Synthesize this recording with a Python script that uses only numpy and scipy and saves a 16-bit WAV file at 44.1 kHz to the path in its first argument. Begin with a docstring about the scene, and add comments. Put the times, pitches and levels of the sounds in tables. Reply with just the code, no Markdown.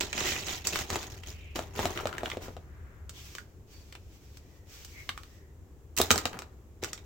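"""Packing plastic toys into bags

Hollow toys are packed into thin plastic bags on a table, close to a stereo microphone.
A full bag crinkles as its creases buckle, a hand rummages through the loose toys, light taps follow,
and a toy drops into an open bag with a clatter. Each knock rings the toys' shells and the table top.
A small room echoes, over a low rumble."""
import sys
import numpy as np
from scipy import signal
from scipy.fft import rfft, irfft
from scipy.io import wavfile

SR = 44100
rng = np.random.default_rng(int(sys.argv[2]) if len(sys.argv) > 2 else 0)


def unload_wav(signal):
    """Save mono or channel-first audio to the path in sys.argv[1] as 16-bit WAV at rate SR, clipped to [-1, 1]."""
    wavfile.write(
        sys.argv[1],
        SR,
        np.round(np.clip(np.atleast_2d(signal).T, -1, 1) * 32767).astype(np.int16),
    )


N = 310905

# tone of the bags' thin plastic film: f/Hz, level/dB
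FILM_TONE = [(200, -34.5), (900, -8.5), (1500, -7), (2500, -2), (4300, -5), (5800, -1.5), (7900, -7.5),
             (9000, -17.5), (10900, -15), (15000, -9)]
FILM_FADE_DB_PER_S = 255


def amp(db):
    """Turns decibels into a gain."""
    return 10 ** (np.asarray(db) / 20)


def unit_rms(x):
    """Scales a signal to an average (rms) level of one."""
    return x / np.sqrt(np.mean(x ** 2) + 1e-20)


def read(points, hz):
    """Looks up a table of (frequency, value) on a log-frequency axis."""
    f, value = np.transpose(points)
    return np.interp(np.log(hz + 1), np.log(f + 1), value)


def bins(size):
    """The frequencies in a spectrum of this many samples."""
    return np.fft.rfftfreq(size, 1 / SR)


def colour(x, points):
    """Shapes the tone by a table of f/Hz, level/dB."""
    return irfft(rfft(x) * amp(read(points, bins(x.shape[-1]))), x.shape[-1])


def add(mix, s, sound):
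    """Mixes a stereo sound in at s seconds."""
    part = mix[:, max(round(s * SR), 0):][:, :sound.shape[1]]
    part += sound[:, :part.shape[1]]


def shortest_pulse(db):
    """The most compact pulse that has this spectrum (minimum phase)."""
    cepstrum = irfft(np.log(amp(db)))
    half = len(cepstrum) // 2
    cepstrum[1:half] *= 2
    cepstrum[half + 1:] = 0
    return irfft(np.exp(rfft(cepstrum)))


def stereo_noise(size, min_likeness=0):
    """White noise whose two sides are alike in the bass and less so in the treble."""
    # how alike left and right are: f/Hz, likeness (0 to 1)
    likeness = [(130, .93), (350, .9), (700, .76), (1400, .05)]
    left, other = rfft(rng.standard_normal((2, size)))
    same = np.clip(read(likeness, bins(size)), min_likeness, 1)
    right = same * left + np.sqrt(1 - same ** 2) * other
    return irfft(np.array([left, right]), size)


def ambience(air_db=-59):
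    """A low rumble that eases off, and the faint steady air of the room."""
    # tones of the rumble and the air: f/Hz, level/dB
    rumble_tone = [(20, -26.5), (45, -10), (75, -2), (110, -13.5), (150, -19), (500, -68)]
    air_tone = [(60, -3), (200, -4), (380, -2.5), (650, -14), (1100, -19), (4500, -32.5), (7300, -26),
                (9200, -38), (14000, -30.5)]
    # strength of the rumble: t/s, level/dB
    rumble_levels = [(2.7, -47.5), (3.602, -51.5)]
    rumble_db = np.interp(np.arange(N) / SR, *np.transpose(rumble_levels))
    rumble = amp(rumble_db) * unit_rms(colour(stereo_noise(N), rumble_tone))
    return rumble + amp(air_db) * unit_rms(colour(stereo_noise(N), air_tone))


def hiss_bands():
    """Faint narrow bands of hiss: brief swishes and squeaks, and longer soft background hiss."""
    # bands of hiss: middle t/s, length/s, f/Hz, level/dB, width as a share of f
    bands = [(1.443, 0.5, 2540, -57, 0.18), (2.852, 0.89, 1480, -62.5, 0.42),
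             (3.181, 0.14, 3260, -55, 0.14), (3.765, 0.19, 4530, -63, 0.012),
             (4.572, 0.61, 1930, -73, 0.05), (4.989, 0.17, 2160, -51, 0.089),
             (5.384, 0.47, 1880, -69.5, 0.079)]
    out = np.zeros((2, N))
    for s, length, hz, db, width in bands:
        size = int(length * SR)
        band = 1 / (1 + ((bins(size) / hz - 1) / width) ** 2)
        hiss = unit_rms(irfft(rfft(stereo_noise(size)) * band, size))
        add(out, s - length / 2, amp(db) * hiss * np.hanning(size))
    return out


def room(x, near_db, near_t60, far_db):
    """Quick echoes off the table and the things on it, then the longer echo of the room."""
    # how long the room rings: f/Hz, t60/s (the time to fade by 60 dB)
    room_t60 = [(200, 0.93), (2000, 0.56), (10000, 0.34)]
    hz, t, spectra = signal.stft(stereo_noise(SR), SR, nperseg=256)
    fade = amp(-60 * t / read(room_t60, hz)[:, None])
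    far = signal.istft(spectra * fade, SR, nperseg=256)[1][:, :SR]
    t = np.arange(SR) / SR
    near = stereo_noise(SR) * amp(-60 * t / near_t60)
    arrival = np.clip(t / 0.0031 - 1, 0, 1)  # echoes come after the direct sound
    response = amp(near_db) * unit_rms(near * arrival) + amp(far_db) * unit_rms(far * arrival)
    return signal.fftconvolve(x, response / np.sqrt(SR), axes=1)[:, :N]


def drift(x):
    """The handling shifts between left and right, and its top treble brightens and dulls."""
    # balance and brightness over time: t/s, left minus right/dB, top treble/dB
    shifts = [(0.2, -3, -3.5), (0.9, -1, 0.5), (1.6, -0.4, 1.5), (4.8, 0, 1.5), (6.0, -1.5, 6),
              (6.15, -1, 1.5), (6.85, 0.5, -1)]
    s, balance_db, treble_db = np.transpose(shifts)
    t = np.arange(N) / SR
    top = colour(x, [(7500, -40), (9000, 0)])
    heard = x + top * (amp(np.interp(t, s, treble_db)) - 1)
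    return heard * amp(np.interp(t, s, balance_db) * np.array([[1], [-1]]) / 2)


def fits_and_starts(depth_db, per_s):
    """Plastic catches and gives way, so its level flickers at random."""
    t = np.arange(N) / SR
    steps = rng.standard_normal(2048)
    return amp(depth_db * np.interp(t * per_s, np.arange(len(steps)), steps))


def effort(moves, fade_db_per_s, rise_share=0.3, sag_db=-4.5, settle_db=-9, settle_db_per_s=76.5):
    """Gain over time: each hand move builds up, weakens and dies away as the plastic settles."""
    clock = np.arange(0, N / SR, .001)
    start, length, db = np.transpose(moves)[:, :, None]
    t = clock - start
    rise = np.clip(t / (rise_share * length), 0, 1)
    hold = amp(db + sag_db * np.clip(t / length, 0, 1))
    after = np.maximum(t - length, 0)
    fade = np.hypot(amp(-fade_db_per_s * after), amp(settle_db - settle_db_per_s * after))
    return np.interp(np.arange(N) / SR, clock, np.linalg.norm(rise * hold * fade, axis=0))


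def slides():
    """Film glides without creasing: a smooth, soft hiss."""
    # glides: start t/s, length/s, level/dB
    glides = [(2.41, 0.042, -47), (3.11, 0.28, -51), (3.66, 0.25, -59), (3.92, 0.66, -63),
              (4.65, 0.35, -51.5), (4.88, 0.5, -60)]
    hiss = unit_rms(colour(stereo_noise(N), FILM_TONE))
    return effort(glides, FILM_FADE_DB_PER_S) * hiss * fits_and_starts(depth_db=2.0, per_s=30)


def burst(decay_s, size):
    """A dying cluster of tiny contacts and their echoes."""
    noise = stereo_noise(size, min_likeness=0.29) * np.exp(-np.arange(size) / SR / decay_s)
    return unit_rms(noise) / np.sqrt(size)


def facet(x, low_hz, high_hz, peak_db, width=0.04):
    """One small patch of plastic rings briefly, at a random pitch."""
    size = x.shape[1]
    pitch = low_hz * (high_hz / low_hz) ** rng.random()
    resonance = amp(peak_db) / (1 + 1j * (bins(size) / pitch - 1) / width)
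    return irfft(rfft(x) * (1 + resonance), size)


def grains(gain, tone, per_s, spread_db, decay_s, low_hz, high_hz, peak_db, count=32):
    """Tiny random clicks, most weak and a few strong, louder and denser the harder the hands work."""
    shapes = [unit_rms(facet(burst(decay_s, 512), low_hz, high_hz, peak_db)) for _ in range(count)]
    strengths = amp(spread_db * np.minimum(rng.exponential(1, N), 3.5))
    kind = rng.integers(0, count, N)
    density = np.maximum(gain / gain.max(), .01) ** 0.35  # only the hardest move reaches per_s
    stream = np.zeros((2, N))
    for at in np.flatnonzero(rng.random(N) < density * per_s / SR):
        add(stream, at / SR, strengths[at] / np.sqrt(density[at]) * shapes[kind[at]])
    return unit_rms(colour(stream, tone)) * gain


def rummaging(level_db=-1):
    """Each move of the hands crumples the film (a bright crinkle) and shifts the toys (a dull shuffle)."""
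    # hand moves: start t/s, length/s, film level/dB, toy level/dB
    moves = [(0.0, 0.031, -32.5, -34.5), (0.133, 0.16, -33, -37), (0.224, 0.11, -31, -38.5),
             (0.323, 0.11, -36.5, -45.5), (0.449, 0.11, -34.5, -40.5), (0.632, 0.079, -35, -40),
             (0.713, 0.098, -33.5, -35), (0.884, 0.098, -37, -35), (0.971, 0.21, -48.5, -56),
             (1.255, 0.051, -42.5, -49), (1.549, 0.032, -39, -33.5), (1.729, 0.18, -39.5, -35.5),
             (1.938, 0.085, -46.5, -38), (2.007, 0.27, -62.5, -42), (2.217, 0.12, -49, -42),
             (2.392, 0.1, -60.5, -46.5), (5.962, 0.052, -31.5, -30), (6.13, 0.055, -40.5, -31),
             (6.31, 0.093, -106, -45.5), (6.817, 0.055, -42.5, -43), (6.9, 0.097, -79, -57)]
    # tone of the shifting toys: f/Hz, level/dB
    pile_tone = [(90, -4), (370, 0.5), (500, -5.5), (680, -2), (950, -6), (1350, -10.5), (2000, -12.5),
                 (3500, -24), (9000, -34.5)]
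    crumpling = effort([(s, length, db) for s, length, db, _ in moves], FILM_FADE_DB_PER_S)
    shuffling = effort([(s, length, db) for s, length, _, db in moves], fade_db_per_s=329)
    crinkle = grains(crumpling, FILM_TONE, per_s=800, spread_db=2.0, decay_s=0.0042,
                     low_hz=1734, high_hz=9540, peak_db=13.5)
    shuffle = grains(shuffling, pile_tone, per_s=650, spread_db=3.0, decay_s=0.0041,
                     low_hz=321, high_hz=1490, peak_db=1)
    return amp(level_db) * (crinkle * fits_and_starts(depth_db=0.5, per_s=60) + shuffle)


def click(bass_db, middle_db, treble_db, chatter_db, chatter_s, size=8192):
    """One sharp contact, followed by a chatter of tiny ones."""
    # tone common to all contacts: f/Hz, level/dB
    contact_tone = [(40, -20.5), (110, -6), (300, 0), (8100, -1), (9300, -19), (11000, -16), (15000, -12)]
    hz = bins(size)
    own_tone = [(680, bass_db), (1250, middle_db), (3400, middle_db), (4800, treble_db)]
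    pulse = shortest_pulse(read(own_tone, hz) + read(contact_tone, hz))
    contact = amp(chatter_db) * burst(chatter_s, size)
    contact[:, 0] += 1  # the first touch
    contact /= np.sqrt(np.sum(contact ** 2) / 2)
    return signal.fftconvolve(contact, pulse[None], axes=1)


def snaps(level_db=-4.0, bass_db=-5):
    """Creases in the bag buckle: bright cracks with little body and a brief ring."""
    # buckling creases: t/s, middle level/dB, treble level/dB
    creases = [(0.0083, 6, 7.5), (0.1292, 4, 0), (0.1781, 6, 0.5), (0.2066, 5.5, -12), (0.239, -3, -11),
               (0.32, 4.5, -5), (0.3618, 2, -17), (0.468, -6, -1), (0.4825, -2, -17), (0.4915, 0.5, -18),
               (0.6709, 0, 13.5), (0.7892, 3, 1), (1.029, -4.5, -8), (1.235, -8.5, -16.5), (1.558, -5, -4),
               (3.0941, -11, -7), (3.3512, -5.5, -7), (3.925, -11.5, -15.5), (3.952, -7.5, -16.5),
               (4.3715, -18, -15), (4.848, -17, -8), (5.9662, -10, -1), (5.976, 3, 5), (5.985, 1.5, 10.5),
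               (6.271, -9, -8), (6.977, -10.5, -17)]
    out = np.zeros((2, N))
    for s, db, treble_db in creases:
        crack = click(db + bass_db, db, treble_db, chatter_db=18, chatter_s=0.0036, size=2048)
        add(out, s, facet(crack, low_hz=2207, high_hz=3186, peak_db=1.5))
    return amp(level_db) * out


def ring(blow, own_hz, own_db, own_cycles, shell_db):
    """A blow rings the toy's own hollow, the shell notes that all toys share, and the table top."""
    # notes of the shells and boom of the table top: f/Hz, level/dB, t60/s
    shell_notes = [(1230, -0.5, 0.04), (3900, -12.5, 0.017)]
    table_notes = [(86.7, 20, 0.24), (131, -7, 0.23), (250.5, -8, 0.097)]
    t = np.arange(blow.shape[1]) / SR
    shell = [(hz, db + shell_db, t60) for hz, db, t60 in shell_notes]
    notes = [(own_hz, own_db, own_cycles / own_hz)] + shell + list(table_notes)
    body = np.zeros(len(t))
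    for hz, db, t60 in notes:
        scale = 2 * np.log(1000) / (t60 * SR)  # makes db the gain at the note's pitch
        body += scale * amp(db - 60 * t / t60) * np.cos(2 * np.pi * hz * t)
    return blow + signal.fftconvolve(blow, body[None], axes=1)[:, :len(t)]


def thuds():
    """Toys are set down on the table with low, hollow thuds."""
    # landings: t/s, level/dB, treble relative to level/dB, the toy's own ring f/Hz
    landings = [(0.9029, 1, -3, 420), (0.9577, 8.5, -12.5, 780), (1.564, 1.5, -15, 397),
                (1.592, 5, -14.5, 616), (1.7923, 10, -19, 900), (1.8555, 10, -12.5, 700),
                (2.056, 9.5, -22, 520), (2.2333, 6.5, -25, 685), (2.371, 3.5, -24, 515),
                (2.483, -5.5, -26, 554), (2.567, -5, -20.5, 610), (6.0018, 13, -18, 696),
                (6.1103, 18.5, -26.5, 255), (6.2559, 8, -11.5, 570), (6.421, -6.5, -10, 1200),
                (6.83, -0.5, -45, 457)]
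    out = np.zeros((2, N))
    for s, db, treble_db, own_hz in landings:
        middle_db = db + 0.61 * treble_db  # a duller thud stirs the shell less
        blow = click(db, middle_db, db + treble_db, chatter_db=-1.0, chatter_s=0.0051)
        add(out, s, ring(blow, own_hz, own_db=5.5, own_cycles=6, shell_db=12.0))
    return out


def clacks(bass_db=-10.5, rattle_hz=1330, rattle_treble_db=-15):
    """Toy strikes toy with a bright clack, and one rocks on the table in a quick rattle."""
    # strikes: t/s, level/dB, treble relative to level/dB, the toy's own ring f/Hz
    strikes = [(0.7577, 4, -5, 2116), (1.829, 0, -22, 1290), (1.9751, 1.5, -14.5, 1320),
               (1.99, -6, -16, 1350), (2, -6, -22, 1350), (2.071, -2, -4, 1330), (2.182, -5, -5, 1680),
               (2.2583, -1, -12, 2830), (2.301, -3.5, -9, 1330), (2.3165, -0.5, -19, 2070),
               (3.384, -9, -6.5, 1420), (5.0913, 3.5, -10, 1760), (5.0938, 1, -13, 3730),
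               (5.1768, -8.5, -7.5, 1150), (5.234, -17.5, -3.5, 1110), (6.015, 5.5, 4.5, 3840),
               (6.106, 18, -6.5, 1240), (6.1132, 12, 4, 1250), (6.158, -1, 2, 1450), (6.1785, 2, 3, 1280),
               (6.186, 0, -3, 1220), (6.2549, 5, -4.5, 1380), (6.331, -7.5, -11, 1270),
               (6.3901, -6, -2, 1260), (6.8368, -5.5, 4.5, 2450), (6.845, -2.5, 1, 1440),
               (6.932, -6.5, 5, 1400)]
    # taps of the rocking toy: t/s, level/dB
    rocking = [(2.092, -9), (2.1282, -5), (2.1505, -18), (2.169, -13.5), (2.208, -14)]
    rattle = [(s, db, rattle_treble_db, rattle_hz) for s, db in rocking]
    out = np.zeros((2, N))
    for s, db, treble_db, own_hz in list(strikes) + rattle:
        blow = click(db + bass_db, db, db + treble_db, chatter_db=8.5, chatter_s=0.0021)
        own_db = 4.5 + 0.37 * max(-db, 0)  # a light tap sounds hollower
        shell_db = 0.39 * db  # a heavy clack sets the shells ringing
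        add(out, s, ring(blow, own_hz, own_db, own_cycles=15, shell_db=shell_db))
    return out


def scene(knock_db=-2):
    """Hits and rustle in the room; the low notes lean to the left, the treble to the right."""
    # balance of the microphone's two sides: f/Hz, left minus right/dB
    balance = [(300, 1.5), (1300, 2.5), (2400, 0.5), (4400, -1.5), (9000, -2.5)]
    hits = drift(amp(knock_db) * (thuds() + clacks()) + snaps())
    rustle = drift(rummaging()) + slides() + hiss_bands()
    echoes = room(hits, near_db=-6.0, near_t60=0.12, far_db=-20.5)
    echoes += room(rustle, near_db=-8, near_t60=0.06, far_db=-13.5)
    mix = hits + rustle + echoes + ambience()
    tilt = amp(read(balance, bins(N)) / 2)
    return irfft(rfft(mix) * np.array([tilt, 1 / tilt]), N)


def record(dry, ceiling=0.7, cut_off_hz=16100):
    """Rounds off the sharpest peaks, then steeply cuts the highest treble."""
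    rounded = ceiling * np.tanh(dry / ceiling)
    low_pass = signal.firwin(301, cut_off_hz, window=("kaiser", 8), fs=SR)
    return signal.oaconvolve(rounded, low_pass[None], "same", axes=1)


dry = scene()
out = record(dry)
unload_wav(out)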